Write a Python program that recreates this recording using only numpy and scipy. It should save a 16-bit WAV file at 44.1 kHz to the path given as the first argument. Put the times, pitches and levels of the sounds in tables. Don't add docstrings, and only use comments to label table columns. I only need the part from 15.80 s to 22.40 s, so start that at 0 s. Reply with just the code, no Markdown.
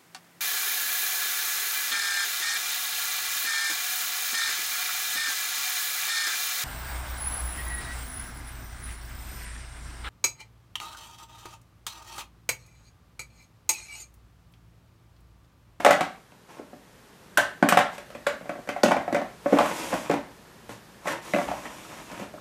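import sys
import numpy as np
from scipy import signal
from scipy.fft import rfft, irfft
from scipy.io import wavfile

SR = 44100
rng = np.random.default_rng(int(sys.argv[2]) if len(sys.argv) > 2 else 0)


def natural_amplitude(level_db):
    exponent = np.asarray(level_db, float) / 20
    return 10 ** exponent


def transcribe(signal):
    frames = np.atleast_2d(signal).T
    limited = np.clip(frames, -1, 1)
    pcm = np.round(limited * 32767).astype(np.int16)
    wavfile.write(sys.argv[1], SR, pcm)


N = 291093
PLACES = 3

# [mode_hz, level_db]
PANEL_MODES = [(115, -48.5), (190, 0), (235, 4.5), (287, 1.5), (345, 3.5)]
# [mode_hz, level_db]
BOX_MODES = [(490, -4.5), (543, -27.5), (582, 4.5), (625, -3), (727, 5), (790, -9.5), (877, 3.5),
             (951, -10.5), (1017, 1.5)]
# [mode_hz, level_db]
CASE_MODES = [(1120, 3.5), (1330, 2.5), (1490, 0.5), (1600, -2), (1705, -2.5), (1880, 1), (2068, 3),
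              (2280, 0), (2500, -0.5)]


def rms_one(x):
    return x / np.sqrt(np.mean(x ** 2) + 1e-20)


def at_hz(points, hz):
    table_hz, value = np.array(points)[:, 0], np.array(points)[:, 1]
    return np.interp(np.log(hz + 1), np.log(table_hz), value)


def coloured(x, spectrum):
    hz = np.arange(len(x) // 2 + 1) * SR / len(x)
    walled = [(spectrum[0][0] / 2, spectrum[0][1] - 30), *spectrum]
    return rms_one(irfft(rfft(x) * natural_amplitude(at_hz(walled, hz)), len(x)))


def drift(rate_hz):
    knots = rng.standard_normal(int(N / SR * rate_hz) + 2)
    return np.interp(np.arange(N) / SR * rate_hz, np.arange(len(knots)), knots)


def ring_s(hz):
    return 0.9 / np.sqrt(hz)


def house():
    # [freq_hz, level_db]
    hum_colour = [(12, -37), (20, -21), (64, -1), (86, -7.5), (176, 1.5), (282, -5.5), (315, -7.5),
                  (392, -3), (719, -10.5), (922, -8.5), (1210, -12), (1840, -11.5), (1990, -15.5),
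                  (6890, -22.5), (14500, -28)]
    # [time_s, level_db]
    hum_swell = [(0, -43.5), (.45, -55.5), (1.5, -51), (3.55, -49), (4.7, -50), (6.6, -49)]
    # [line_hz, rms_db]
    mains_lines = [(60, -75), (118, -65.5)]
    t = np.arange(N) / SR
    out = coloured(rng.standard_normal(N), hum_colour) * natural_amplitude(np.interp(t, *np.transpose(hum_swell)))
    for hz, db in mains_lines:
        out += natural_amplitude(db + 0.5 + 2 * drift(7.7)) * np.sin(2 * np.pi * hz * t)
    return out


def room(x):
    # [freq_hz, t60_s]
    room_t60 = [(150, 0.39), (400, 0.29), (1000, 0.38), (2800, 0.35), (7300, 0.28), (15000, 0.13)]
    # [freq_hz, level_db]
    room_colour = [(150, 0), (400, 0.5), (700, -2), (1500, 2), (4000, 0), (12000, 0)]
    t, tail = np.arange(SR // 2) / SR, 0
    band_edges = np.geomspace(40, 20000, 10)
    for low, high in zip(band_edges, band_edges[1:]):
        centre_hz = np.sqrt(low * high)
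        bandpass = signal.butter(2, [low, high], "band", fs=SR, output="sos")
        band = signal.sosfilt(bandpass, rng.standard_normal(len(t)))
        tail = tail + band * natural_amplitude(at_hz(room_colour, centre_hz) - 60 * t / at_hz(room_t60, centre_hz))
    tail = tail * np.clip((t - 0.003) / 0.0026, 0, 1)
    return natural_amplitude(-5.5) * signal.fftconvolve(x, tail / np.sqrt(np.sum(tail ** 2)))[:N]


def jolts():
    # [start_s, peak_db, swing_hz]
    shoves = [(1.586, -35.5, 115.3), (3.035, -28, 131.6), (3.109, -52, 135), (3.779, -38, 78.5),
              (4.125, -34.5, 118), (4.898, -35.5, 115), (5.543, -52, 128), (5.659, -35, 58.4),
              (5.678, -46, 119.5), (4.14, -41, 55), (3.7, -46, 101), (6.399, -45, 108)]
    since = np.maximum(np.arange(N) / SR - np.array(shoves)[:, :1], 0)
    db, hz = np.array(shoves).T[1:, :, None]
    envelope = natural_amplitude(db - 5.5 - 60 * since / 0.45) * (1 - np.exp(-since / 0.014))
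    return (envelope * np.sin(2 * np.pi * hz * since)).sum(axis=0)


def strokes(t):
    # [time_s, level_db]
    drags = [
        [(3.6, -58), (3.71, -43.5), (3.83, -35.5), (4.0, -31), (4.2, -36), (4.28, -44), (4.42, -69)],
        [(5.42, -43), (5.49, -37), (5.71, -40.5), (5.85, -42), (6.1, -42.5), (6.28, -44.5), (6.44, -44),
         (6.6, -93)],
    ]
    # [start_s, length_s, rub_db, hiss_db]
    scuffs = [
        (0.0, 0.0082, -26, -56),
        (0.703, 0.078, -45, -51.5),
        (2.132, 0.019, -39.5, -43),
        (2.407, 0.064, -49, -72),
        (3.666, 0.0052, -28, -48),
        (3.727, .006, -19.5, -48),
        (3.79, 0.036, -25.5, -59),
        (4.333, 0.0079, -32, -45),
        (4.904, 0.028, -38.5, -42.5),
        (5.274, 0.049, -22, -33.5),
    ]
    rub_over_hiss_db = 6.5
    rise_db_per_s, fall_db_per_s = 475, 304
    gain = np.zeros((2, N))
    for drag in drags:
        s, db = np.transpose(drag)
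        fade = np.clip(np.minimum(t - s[0], s[-1] - t) / 0.02 + 0.5, 0, 1)
        gain += fade * natural_amplitude(np.interp(t, s, db) + np.array([[rub_over_hiss_db], [0]]))
    for s, length, *db in scuffs:
        lost_db = rise_db_per_s * np.maximum(s - t, 0) + fall_db_per_s * np.maximum(t - s - length, 0)
        gain += natural_amplitude(np.array(db)[:, None] - lost_db)
    return gain


def slides():
    # [freq_hz, density_db_per_hz]
    rub_colour = [(59, -43), (100, -16.5), (289, 0.5), (414, -6), (564, 1.5), (795, -1.5), (943, 3.5),
                  (1520, -5), (2500, -5.5), (4190, -21), (6000, -21.5), (7800, -46), (13200, -120)]
    # [freq_hz, density_db_per_hz]
    hiss_colour = [(2060, -11.5), (3500, -12), (4090, -16), (6890, -13), (10000, -17.5), (11700, -18.5),
                   (14500, -23.5)]
    t = np.arange(N) / SR
    rub_gain, hiss_gain = strokes(t)
    slips_per_s = 3500
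    slips = (rng.random(N) < slips_per_s / SR) * rng.laplace(size=N) * natural_amplitude(5.1 * drift(35))
    rub = coloured(slips, rub_colour)
    hz, db = np.array(PANEL_MODES + BOX_MODES + CASE_MODES).T[:, :, None]
    ring_t = t[:SR // 5]
    body = (natural_amplitude(db - 60 * ring_t / ring_s(hz)) * np.sin(2 * np.pi * hz * ring_t)).sum(axis=0)
    boxed = rms_one(signal.fftconvolve(rub, body)[:N])
    hiss = coloured(rng.standard_normal(N), hiss_colour) * natural_amplitude(drift(40))
    return natural_amplitude(-9) * (rub_gain * rms_one(rub + 0.4 * boxed) + hiss_gain * hiss)


def pings():
    # [start_s, peak_db, pitch_hz]
    case_pings = [(.0625, -8, 1900), (.049, -14, 3000), (.108, -20, 3220), (.207, -18, 1187),
                  (.519, -45, 2680), (1.573, -2, 1530), (1.826, -5, 1520), (1.887, -21, 2540),
                  (1.9235, -5.5, 1150), (1.9884, -11, 1006), (2.349, -31, 2430), (2.466, -11.5, 1603),
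                  (2.467, -19, 3460), (2.693, -28, 2260), (2.889, -19, 2310), (3.033, -20, 1560),
                  (3.033, -9, 4560), (3.06, -13, 2700), (3.787, -17, 3130), (3.1164, -10, 1063),
                  (3.168, -20, 2380), (3.346, -24, 2060), (3.786, -13, 1040), (1.827, -15, 2170),
                  (4.14, -17, 1050), (5.536, -10, 2050), (5.547, -15.5, 2600), (5.855, -24.5, 1930),
                  (5.27, -19, 1960), (5.308, -20, 1800)]
    # [start_s, peak_db, pitch_hz]
    dry_taps = [(1.826, -11.5, 293), (2.963, -13, 700), (3.166, -12, 670), (3.418, -23, 625),
                (3.66, -15, 285), (3.712, -16, 600), (3.738, -7, 281), (3.756, -14, 290),
                (4.297, -14.5, 286), (5.536, -16, 197), (5.715, -13.5, 720), (6.41, -26, 200),
                (6.05, -31, 1300), (3.859, -15, 1070), (3.77, -14, 700), (.065, -12, 550)]
    t, out = np.arange(SR // 6) / SR, np.zeros(N + SR)
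    for table, t60_cycles in [(case_pings, 45), (dry_taps, 27)]:
        for s, db, hz in table:
            pair = np.sin(2 * np.pi * hz * t) + 0.21 * np.sin(2 * np.pi * hz * 1.077 * t)
            envelope = natural_amplitude(db - 3 - 60 * t * hz / t60_cycles) * (1 - np.exp(-t * hz / 0.94))
            at = round(s * SR)
            out[at:at + len(t)] += envelope * pair
    return out[:N]


def contacts():
    # [start_s, strength_db, hardness_db, pitch_hz]
    thuds = [(.519, -43, -15, 690), (.687, -44, -28, 600), (.77, -43, -24, 497), (.793, -29.5, -49, 430),
             (.931, -32.5, -48, 636), (1.826, -4.5, -28.5, 770), (2.009, -31, -22, 573),
             (2.536, -34.5, -24, 573), (2.753, -31.5, -28, 606), (3.034, -4.5, -12.5, 510),
             (3.083, -15.5, -17, 707), (3.214, -30, -21, 690), (3.326, -15, -22, 634),
             (3.725, -7, -54, 454), (3.73, -12.5, -28, 590), (4.14, -19, -14, 600),
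             (4.297, -8.5, -28.5, 491), (4.339, -16.5, -22, 805), (4.893, -28, -15, 496),
             (5.547, -17.5, -30, 590), (5.616, -23.5, -16, 745), (6.316, -34, -11, 630),
             (6.396, -29, -17, 540), (6.419, -29, -23, 560)]
    # [start_s, strength_db, hardness_db, pitch_hz]
    bumps = [(.129, -16.5, -13, 592), (.208, -11, -17, 735), (1.923, -7, -17.5, 703), (2.13, -39, -14, 662),
             (2.351, -27.5, -19.5, 570), (2.61, -30, -33, 603), (2.693, -18.5, -24.5, 575),
             (2.787, -30, -49, 644), (2.874, -30.5, -18, 587), (2.89, -18, -16, 606),
             (3.166, -14.5, -28, 680), (3.278, -16.5, -35, 745), (3.365, -15, -28, 750),
             (3.416, -20, -28, 655), (3.659, -13.5, -45, 565), (3.77, -17.5, -32, 600),
             (4.128, -14, -31, 610), (4.312, -15.5, -18.5, 606), (5.255, -22, -30, 915),
             (5.536, -13, -23, 560), (5.562, -14.5, -27, 610), (5.585, -17, -24, 775),
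             (5.686, -22, -42, 800), (5.855, -33.5, -13, 680), (6.538, -30, -46, 604)]
    # [start_s, strength_db, hardness_db, pitch_hz]
    clacks = [(.003, -23, -16.5, 660), (.048, -5, -15.5, 620), (.063, 0, -23.5, 573),
              (.089, -8.5, -30, 630), (.108, -6.5, -15, 744), (.144, -31, -32, 593), (1.888, -15, 2, 554),
              (1.972, -1, -20.5, 777), (1.989, -14.5, -13, 650), (2.18, -29, -11, 600),
              (2.303, -35.5, -13.5, 570), (2.468, -11.5, -16, 561), (2.656, -29.5, -33, 530),
              (2.964, -21, -28, 695), (3.11, -9, -27, 750), (3.117, -7.5, -25.5, 760),
              (3.346, -13, -20, 609), (3.786, -8, -19.5, 870), (3.805, -12, -25, 736),
              (3.859, -25.5, -7, 1136), (5.273, -19.5, -15, 590), (5.715, -21.5, -24, 747),
              (6.136, -41, -10, 910)]
    # [start_s, strength_db, hardness_db, box_db, pitch_hz]
    lids = [
        (1.574, -12, -2.5, -22, 1530),
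        (1.583, -17, -17, -8, 1620),
        (5.281, -20, -14, -27, 1616),
        (6.58, -39.5, -40, -47, 1280),
    ]
    usual_hardness_db = -19.5
    # panel dB, case dB, case dB per dB of hardness
    kinds = [(thuds, -7.5, -11.5, 0.14), (bumps, -13, -7.5, 0.19), (clacks, -24, -8, 0.41)]
    rows = []
    for table, panel_db, case_db, share in kinds:
        for s, db, hard_db, hz in table:
            bright_db = share * (hard_db - usual_hardness_db)
            rows.append((s, db, db + panel_db, db + case_db + bright_db, db + hard_db, hz))
    for s, db, hard_db, box_db, hz in lids:
        rows.append((s, box_db, db - 20, db, db + hard_db, hz))
    return sorted(rows)


def ring(modes, t, note_hz, rise_s, tilt_db=0):
    hz, db = np.array(modes).T[:, :, None]
    strength, detune, phase = rng.standard_normal((3, len(modes), 1))
    near_db = 13.0 * np.exp(-(np.log2(hz / note_hz) / 0.45) ** 2)
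    start_db = db + near_db + tilt_db * np.log2(hz / 1500) + 2 * strength
    unlike = 1 + detune * hz / 80000
    waves = natural_amplitude(start_db - 60 * t / ring_s(hz)) * np.sin(2 * np.pi * hz * unlike * t + 2 * phase)
    blow = waves.sum(axis=0) * (1 - np.exp(-t / rise_s))
    return blow / np.abs(blow).max()


def knocks():
    # [freq_hz, density_db_per_hz]
    crack_colour = [(2500, -30), (4000, -4), (6000, 1.5), (8000, 4), (11000, -1), (15000, -6)]
    # [freq_hz, density_db_per_hz]
    shell_colour = [(1500, 5), (2300, -11), (3000, -3), (3700, -7.5), (4500, -12.5), (6000, -14.5),
                    (9000, -26)]
    t, out = np.arange(SR // 6) / SR, np.zeros((PLACES, N + SR))

    def dying(t60_s):
        return natural_amplitude(-60 * t / t60_s)

    for k, (s, box_db, panel_db, case_db, crack_db, hz) in enumerate(contacts()):
        own = (hz, 0.5)
        low = hz < 1100
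        hardness = np.clip(crack_db - case_db + 13.5, -15, 8)
        slowness = natural_amplitude(-0.35 * hardness)
        blow = natural_amplitude(panel_db + 2.5) * ring(PANEL_MODES, t, hz, rise_s=0.0025)
        blow += natural_amplitude(box_db - 1.5) * ring(BOX_MODES + [own] * low, t, hz, rise_s=0.0015 * slowness)

        first, rebound = (ring(CASE_MODES + [own] * (not low), t, hz, rise_s=0.00089 * slowness,
                               tilt_db=0.36 * hardness) for _ in range(2))
        rebound_delay = round(rng.uniform(0.002966, 0.008) * SR)
        blow += natural_amplitude(case_db + 1.0) * (first + 0.91 * np.roll(rebound, rebound_delay))

        bulk = np.clip(panel_db - crack_db + 11.5, -12, 14)
        dulled = [(f, db - 0.39 * bulk * np.log2(f / 6000)) for f, db in crack_colour]
        shell = coloured(rng.standard_normal(len(t)), shell_colour)
        splinters = coloured(rng.standard_normal(len(t)), dulled)
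        blow += natural_amplitude(case_db - 13.0 + 0.76 * hardness) * shell * (dying(0.029) + 0.49 * dying(0.24))
        crack_envelope = (1 - np.exp(-t / 0.00058)) * (dying(0.019) + 0.37 * dying(0.11))
        blow += natural_amplitude(crack_db - 4.5) * splinters * crack_envelope

        after_hz = [582, 625] if low else [hz, 1.075 * hz]
        after_ring = np.sin(2 * np.pi * np.outer(after_hz, t)).sum(axis=0) * dying(0.26)
        blow += natural_amplitude(box_db - 24.0 if low else case_db - 17.0) * after_ring
        blow += natural_amplitude(panel_db - 5.5) * dying(0.14) * np.sin(2 * np.pi * 287 * t)
        at = round(s * SR)
        out[k % PLACES, at:at + len(t)] += blow * (1 - (t / t[-1]) ** 2)
    return signal.sosfilt(signal.butter(3, 120, "high", fs=SR, output="sos"), out[:, :N])


def scene():
    drawer = [*(knocks() + pings() / PLACES), slides()]
    return (sum(place + room(place) for place in drawer) + jolts() + house())[None]


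def low_pass(x):
    return signal.sosfilt(signal.butter(12, 15960, fs=SR, output="sos"), x)


def record(dry):
    rounded = 1.415 * np.tanh(dry / 1.558)
    top_cut = signal.cheby2(10, 45, 15600, fs=SR, output="sos")
    mix = signal.sosfilt(top_cut, rounded)
    return low_pass(mix)


dry = scene()
out = record(dry)
transcribe(out)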